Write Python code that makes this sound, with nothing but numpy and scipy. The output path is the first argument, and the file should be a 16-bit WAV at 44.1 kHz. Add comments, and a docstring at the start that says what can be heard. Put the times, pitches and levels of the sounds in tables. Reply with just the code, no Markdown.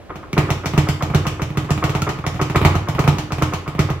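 """In a small hard-walled room, a speed bag is punched in a quick rolling rhythm under its wooden board.
Each fist makes the air inside the bag ring. A moment later the leather slaps the board, which booms
and knocks, and the swivel that holds the bag clacks. Between punches the bag swings back against
the board more softly. Two glancing blows snap dryly, and the room rumbles faintly behind it all."""
import sys
import numpy as np
from scipy import signal
from scipy.fft import rfft, irfft
from scipy.io import wavfile

SR = 44100
rng = np.random.default_rng(int(sys.argv[2]) if len(sys.argv) > 2 else 0)


def wav_out(sig):
    """Save sig, one row per channel (or a flat mono array), as 16-bit PCM at SR to the path in sys.argv[1]."""
    wavfile.write(sys.argv[1], SR, np.round(np.clip(np.atleast_2d(sig).T, -1, 1) * 32767).astype(np.int16))


N = 176400  # 4 s


def gain(db):
    """Turn decibels into a number to multiply a sound by."""
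    return 10 ** (np.asarray(db) / 20)


def unit_energy(x):
    """Scale a sound so that its energy is 1."""
    return x / np.sqrt(np.sum(x ** 2))


def read_curve(points, hz):
    """Read between (frequency, value) points, giving each octave equal space."""
    freqs, values = np.array(points).T
    return np.interp(np.log(hz + 1), np.log(freqs), values)


def convolve(x, response):
    """Let every sample of a sound set off its own copy of a response."""
    return signal.fftconvolve(np.atleast_2d(x), np.atleast_2d(response), axes=1)[:, :N]


def tone(points, size=2048):
    """A click with the given balance of bass and treble, for use as a filter."""
    hz = np.arange(size // 2 + 1) * SR / size
    cepstrum = irfft(np.log(gain(read_curve(points, hz))))
    cepstrum[1:size // 2] *= 2  # this line and the next move the energy to the start
    cepstrum[size // 2 + 1:] = 0
    return unit_energy(irfft(np.exp(rfft(cepstrum))))


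def ring(notes):
    """The notes of a tapped object, each dying away by 60 dB in its fade time."""
    t = np.arange(SR) / SR
    return sum(gain(db) * np.cos(2 * np.pi * hz * t) * np.exp(-np.log(1000) * t / fade_s)
               for hz, db, fade_s in notes)


def add(track, start_s, sound):
    """Mix a sound into a track at the given time."""
    i = max(int(start_s * SR), 0)
    track[i:i + len(sound)] += sound[:len(track) - i]


def contacts(times, levels_db, decay_s, hold_s=0, size=2048):
    """Two things meet: one short crunch of fresh noise each time."""
    track = np.zeros(N)
    fade = np.exp(-np.maximum(np.arange(size) / SR - hold_s, 0) / decay_s)
    for start_s, db, noise in zip(times, levels_db, rng.standard_normal((len(times), size))):
        even = irfft(np.exp(1j * np.angle(rfft(noise * fade))))  # all frequencies equally strong
        add(track, start_s, gain(db) * unit_energy(even * np.sqrt(fade)))
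    return track


# how long the room's echo takes to fall by 60 dB (f/Hz, fade/s)
ROOM_FADES = [(150, 1), (400, 0.46), (1200, 0.58), (3000, 0.5), (7000, 0.4), (14000, 0.33)]
def room(x, early_db, tail_db, size=32768):
    """Hard walls follow a sound with a burst of early echoes and a smooth, fading tail."""
    early_s, onset_s, wide_hz = 0.012, 0.00088, 694
    t = np.arange(size) / SR
    hz = np.arange(size // 2 + 1) * SR / size
    mid, side = rfft(rng.standard_normal((2, size)))
    width = hz ** 2 / (hz ** 2 + wide_hz ** 2)  # the bass is alike in both ears
    echoes = (mid + width * side * np.array([[1], [-1]])) / np.sqrt(1 + width ** 2)
    centres = np.log([f for f, _ in ROOM_FADES])
    tail = 0
    for band, (_, fade_s) in zip(np.eye(len(centres)), ROOM_FADES):
        share = np.interp(np.log(hz + 1), centres, band)
        tail += irfft(echoes * share) * np.exp(-np.log(1000) * t / fade_s)
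    onset = 1 - np.exp(-t / onset_s)
    early = unit_energy(irfft(echoes) * np.exp(-t / early_s) * onset)
    response = np.sqrt(2) * (gain(early_db) * early + gain(tail_db) * unit_energy(tail * onset))
    response[:, 0] += 1  # the sound that arrives directly
    return convolve(x, response)


# tone of the quiet room (f/Hz, relative level/dB)
BACKGROUND_TONE = [(18, -17), (30, -6), (71, -1.5), (153, -15), (319, -10), (461, -12.5), (616, -12.5),
                   (889, -20), (2830, -30.5), (16000, -55.5)]
def background():
    """The room's faint, steady rumble and hiss."""
    mid, side = convolve(rng.standard_normal((2, N)), tone(BACKGROUND_TONE))
    return gain(-40.5) * (mid + 0.51 * side * np.array([[1], [-1]]))


# glancing blows (t/s, crack level/dB, ring f/Hz, ring level/dB, thud level/dB); levels are relative
GLANCING_BLOWS = [(0.3302, -26.5, 2310, -22, -11.5), (2.0198, -21.5, 1320, -16.5, -20)]
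# tone of their dull thud (f/Hz, relative level/dB)
THUD_TONE = [(80, -20), (170, 13), (450, 0), (900, -18), (3000, -54)]
# tone of cracking leather (f/Hz, relative level/dB)
LEATHER_TONE = [(400, -35), (1200, 3.5), (2300, 5.5), (3000, 5), (4000, 0.5), (6000, 0), (7400, -2.5),
                (8600, -12.5), (12000, -12), (16000, -20)]
def glancing_snaps():
    """A glancing blow snaps dryly: a bright crack, a dull thud and a brief ring."""
    snaps = 0
    for start_s, crack_db, hz, ring_db, thud_db in GLANCING_BLOWS:
        tap = contacts([start_s], [0], decay_s=0.0024)
        snaps += gain(crack_db) * convolve(tap, tone(LEATHER_TONE))
        snaps += gain(thud_db) * convolve(tap, tone(THUD_TONE))
        snaps += gain(ring_db + 3) * convolve(tap, unit_energy(ring([(hz, 0, 0.036)])))
    return room(snaps, early_db=-10, tail_db=-9) * gain(18.5)


# a fist meets the bag (t/s, relative level/dB)
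FIST_HITS = [(0.0952, -25.5), (0.228, -32.5), (0.366, -17.5), (0.487, -21.5), (0.635, -23.5),
             (0.765, -24.5), (0.868, -23.5), (1.006, -21.5), (1.136, -20.5), (1.252, -21), (1.394, -23),
             (1.548, -32), (1.687, -24), (1.823, -17.5), (1.935, -28.5), (2.067, -17), (2.24, -23),
             (2.393, -17), (2.546, -14), (2.641, -24), (2.742, -23.5), (2.871, -24.5), (2.982, -16),
             (3.069, -22.5), (3.17, -31.5), (3.305, -25.5), (3.414, -19.5), (3.521, -23.5), (3.661, -29),
             (3.782, -24), (3.888, -22)]
# low notes of the board and its frame (f/Hz, relative level/dB, fade/s)
BOARD_NOTES = [(56.6, -38, 1), (89.26, -16, 0.65), (105.4, -19.5, 0.51), (126.4, -16, .32),
               (142.9, -14.5, 0.24), (184, -37, 0.1), (305.9, -22.5, 0.48)]
def swivel_tugs():
    """Each punch pulls on the swivel and makes the board rumble softly."""
    times, db = np.array(FIST_HITS).T
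    pull = contacts(times, db + 2.5, decay_s=0.0026)
    pull = signal.sosfilt(signal.butter(4, 330, fs=SR, output="sos"), pull)
    return room(convolve(pull, ring(BOARD_NOTES)), early_db=-21, tail_db=-7)


# tone of a fist landing on the bag (f/Hz, relative level/dB)
POCK_TONE = [(190, -27), (330, 1.5), (476, -2.5), (646, -10.5), (1100, -5.5), (1270, -2.5), (1670, -15.5),
             (2360, -16.5), (2580, -23.5), (3140, -26), (3500, -17), (4550, -68), (7700, -120)]
# notes of the air inside the bag (f/Hz, relative level/dB, fade/s)
AIR_NOTES = [(373.7, -1.5, 0.16), (1090, -8.5, 0.13), (1187, -10, 0.065)]
def fists():
    """A soft fist sinks into the bag with a hollow pock and sets the air inside ringing."""
    times, db = np.array(FIST_HITS).T
    give_s, hold_s = 0.0039, 0.013  # the fist gives way, so the contact lasts a while
    pock = convolve(contacts(times, db, give_s, hold_s), tone(POCK_TONE))
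    pock = signal.sosfilt(signal.butter(3, [328, 2600], "band", fs=SR, output="sos"), pock)
    air = convolve(contacts(times, db - 3.5, give_s, hold_s), unit_energy(ring(AIR_NOTES)))
    air = signal.sosfilt(signal.butter(2, 1500, fs=SR, output="sos"), air)
    return room(pock + air, early_db=-12, tail_db=-4) * gain(25.5)


CLACK_DELAY_S, CLACK_DB = 0.0105, -13  # the swivel clacks as the board swings back
# the bag hits the board, rebounds included (t/s, then relative level/dB of boom, knock and slap)
BAG_HITS = [(0.1568, -25.5, -33.5, -47), (0.3301, -14, -31, -55), (0.379, -3, -15.5, -28.5),
            (0.5041, -9, -21, -29), (0.6584, -12, -22, -29), (0.7361, -12.5, -25, -68),
            (0.7775, -3, -18, -26.5), (0.8877, -7, -24, -27), (1.0245, -9.5, -22, -33.5),
            (1.101, -15.5, -30, -64), (1.1474, -4.5, -18, -28), (1.2676, -9.5, -26, -28),
            (1.4188, -11.5, -26.5, -34), (1.5035, -16, -34, -62), (1.5729, -8.5, -21.5, -33),
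            (1.6464, -18, -37, -49), (1.706, -6, -21.5, -28.5), (1.7773, -15.5, -27, -51),
            (1.84, -5.5, -20, -30.5), (1.8949, -17.5, -27.5, -35), (1.9508, -10.5, -20, -35.5),
            (2.0194, -12, -29.5, -33.5), (2.0908, -12.5, -23.5, -34), (2.1877, -18, -33.5, -52),
            (2.2653, -13, -23.5, -30.5), (2.3435, -14.5, -39, -46), (2.36, -16, -31, -55),
            (2.4143, -10, -22, -30.5), (2.4991, -12, -25.5, -41), (2.5586, -3.5, -15.5, -29.5),
            (2.6151, -11.5, -20.5, -59), (2.629, -35, -25.5, -58), (2.6499, -1.5, -11.5, -25),
            (2.7537, -7, -23.5, -35), (2.8865, -11, -24.5, -34), (2.95, -11.5, -25.5, -53),
            (2.9926, -5, -21.5, -30.5), (3.0407, -14, -23.5, -52), (3.077, -4, -15.5, -28.5),
            (3.1845, -10.5, -25.5, -32), (3.3213, -9.5, -25.5, -33.5), (3.384, -13.5, -27, -45),
            (3.4227, -5.5, -19.5, -29.5), (3.536, -14, -25, -32.5), (3.678, -16.5, -29, -40.5),
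            (3.7503, -15.5, -33, -58), (3.792, -4, -18.5, -28), (3.9019, -9.5, -28.5, -38.5)]
def leather_slap():
    """Leather cracks against the wood, and the swivel clacks after it."""
    times, _, _, db = np.array(BAG_HITS).T
    cracks = contacts(times, db, decay_s=0.0012)
    clacks = contacts(times + CLACK_DELAY_S, db + CLACK_DB, decay_s=0.003)
    return room(convolve(cracks + clacks, tone(LEATHER_TONE)), early_db=-4, tail_db=3) * gain(26)


# tone of the struck wood (f/Hz, relative level/dB)
WOOD_TONE = [(60, -20), (120, -1.5), (220, 0), (320, 2.5), (480, -1.5), (780, -0.5), (1250, -2.5),
             (1550, -9), (2300, -8), (3500, -16), (6000, -33)]
def board_knock():
    """The board's many higher notes blur into a short wooden knock."""
    times, _, db, _ = np.array(BAG_HITS).T
    taps = contacts(times, db, decay_s=0.0016)
    clacks = contacts(times + CLACK_DELAY_S, db + CLACK_DB, decay_s=0.0085)
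    return room(convolve(taps + clacks, tone(WOOD_TONE)), early_db=-7, tail_db=0.5) * gain(24.5)


# nearby surfaces and the far wall send the boom back (delay/s, strength as a factor)
WALL_ECHOES = [(.006, .9), (.0071, 0.75), (.0086, .8), (.068, .25)]
def board_boom():
    """The bag's push bends the board, which booms with its low notes."""
    contact_s, spot_db = 0.0012, 2.5
    push = np.sin(np.pi * np.minimum(np.arange(SR // 100) / SR / contact_s, 1))
    arrivals = np.zeros(SR // 8)
    for delay_s, strength in [(0.0017, 1)] + list(WALL_ECHOES):  # direct sound, then echoes
        add(arrivals, delay_s, -strength * push / push.sum())
    notes = convolve([ring([note]) for note in BOARD_NOTES], arrivals)
    # each blow lands on another spot, which mixes the notes a little differently
    mixes = gain(spot_db * rng.standard_normal((len(BAG_HITS), len(notes))))
    booms = np.zeros(N)
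    for (start_s, db, _, _), mix in zip(BAG_HITS, mixes):
        add(booms, start_s - contact_s / 2, gain(db) * mix @ notes)
    return booms * gain(2)


def scene():
    """Fists, bag and board sound together in the room."""
    low_board = board_boom() + swivel_tugs()
    return low_board + fists() + board_knock() + leather_slap() + glancing_snaps() + background()


# how much the microphones favour one side (f/Hz, left minus right level/dB)
SIDE_BALANCE = [(120, -2), (250, -2.4), (500, -0.1), (1000, 1.5), (2000, -2.3), (4000, 1), (8000, 4.9),
                (12000, 4)]
def record(dry):
    """Two unequal microphones hear the room; deep bass, overloud peaks and the top treble are cut."""
    left_lag_s, low_cut_hz, top_hz = 0.00007, 40, 16000
    size = 2 * N
    hz = np.arange(N + 1) * SR / size
    sides = np.array([[0.5], [-0.5]])  # left and right each take half, in opposite directions
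    balance = gain(sides * read_curve(SIDE_BALANCE, hz))
    lag = np.exp(-2j * np.pi * hz * left_lag_s * sides)
    heard = irfft(rfft(dry, size) * balance * lag)[:, :N]
    heard = signal.sosfilt(signal.butter(2, low_cut_hz, "high", fs=SR, output="sos"), heard)
    return signal.sosfilt(signal.ellip(8, 0.2, 70, top_hz, fs=SR, output="sos"), np.clip(heard, -1, 1))


dry = scene()
out = record(dry)
wav_out(out)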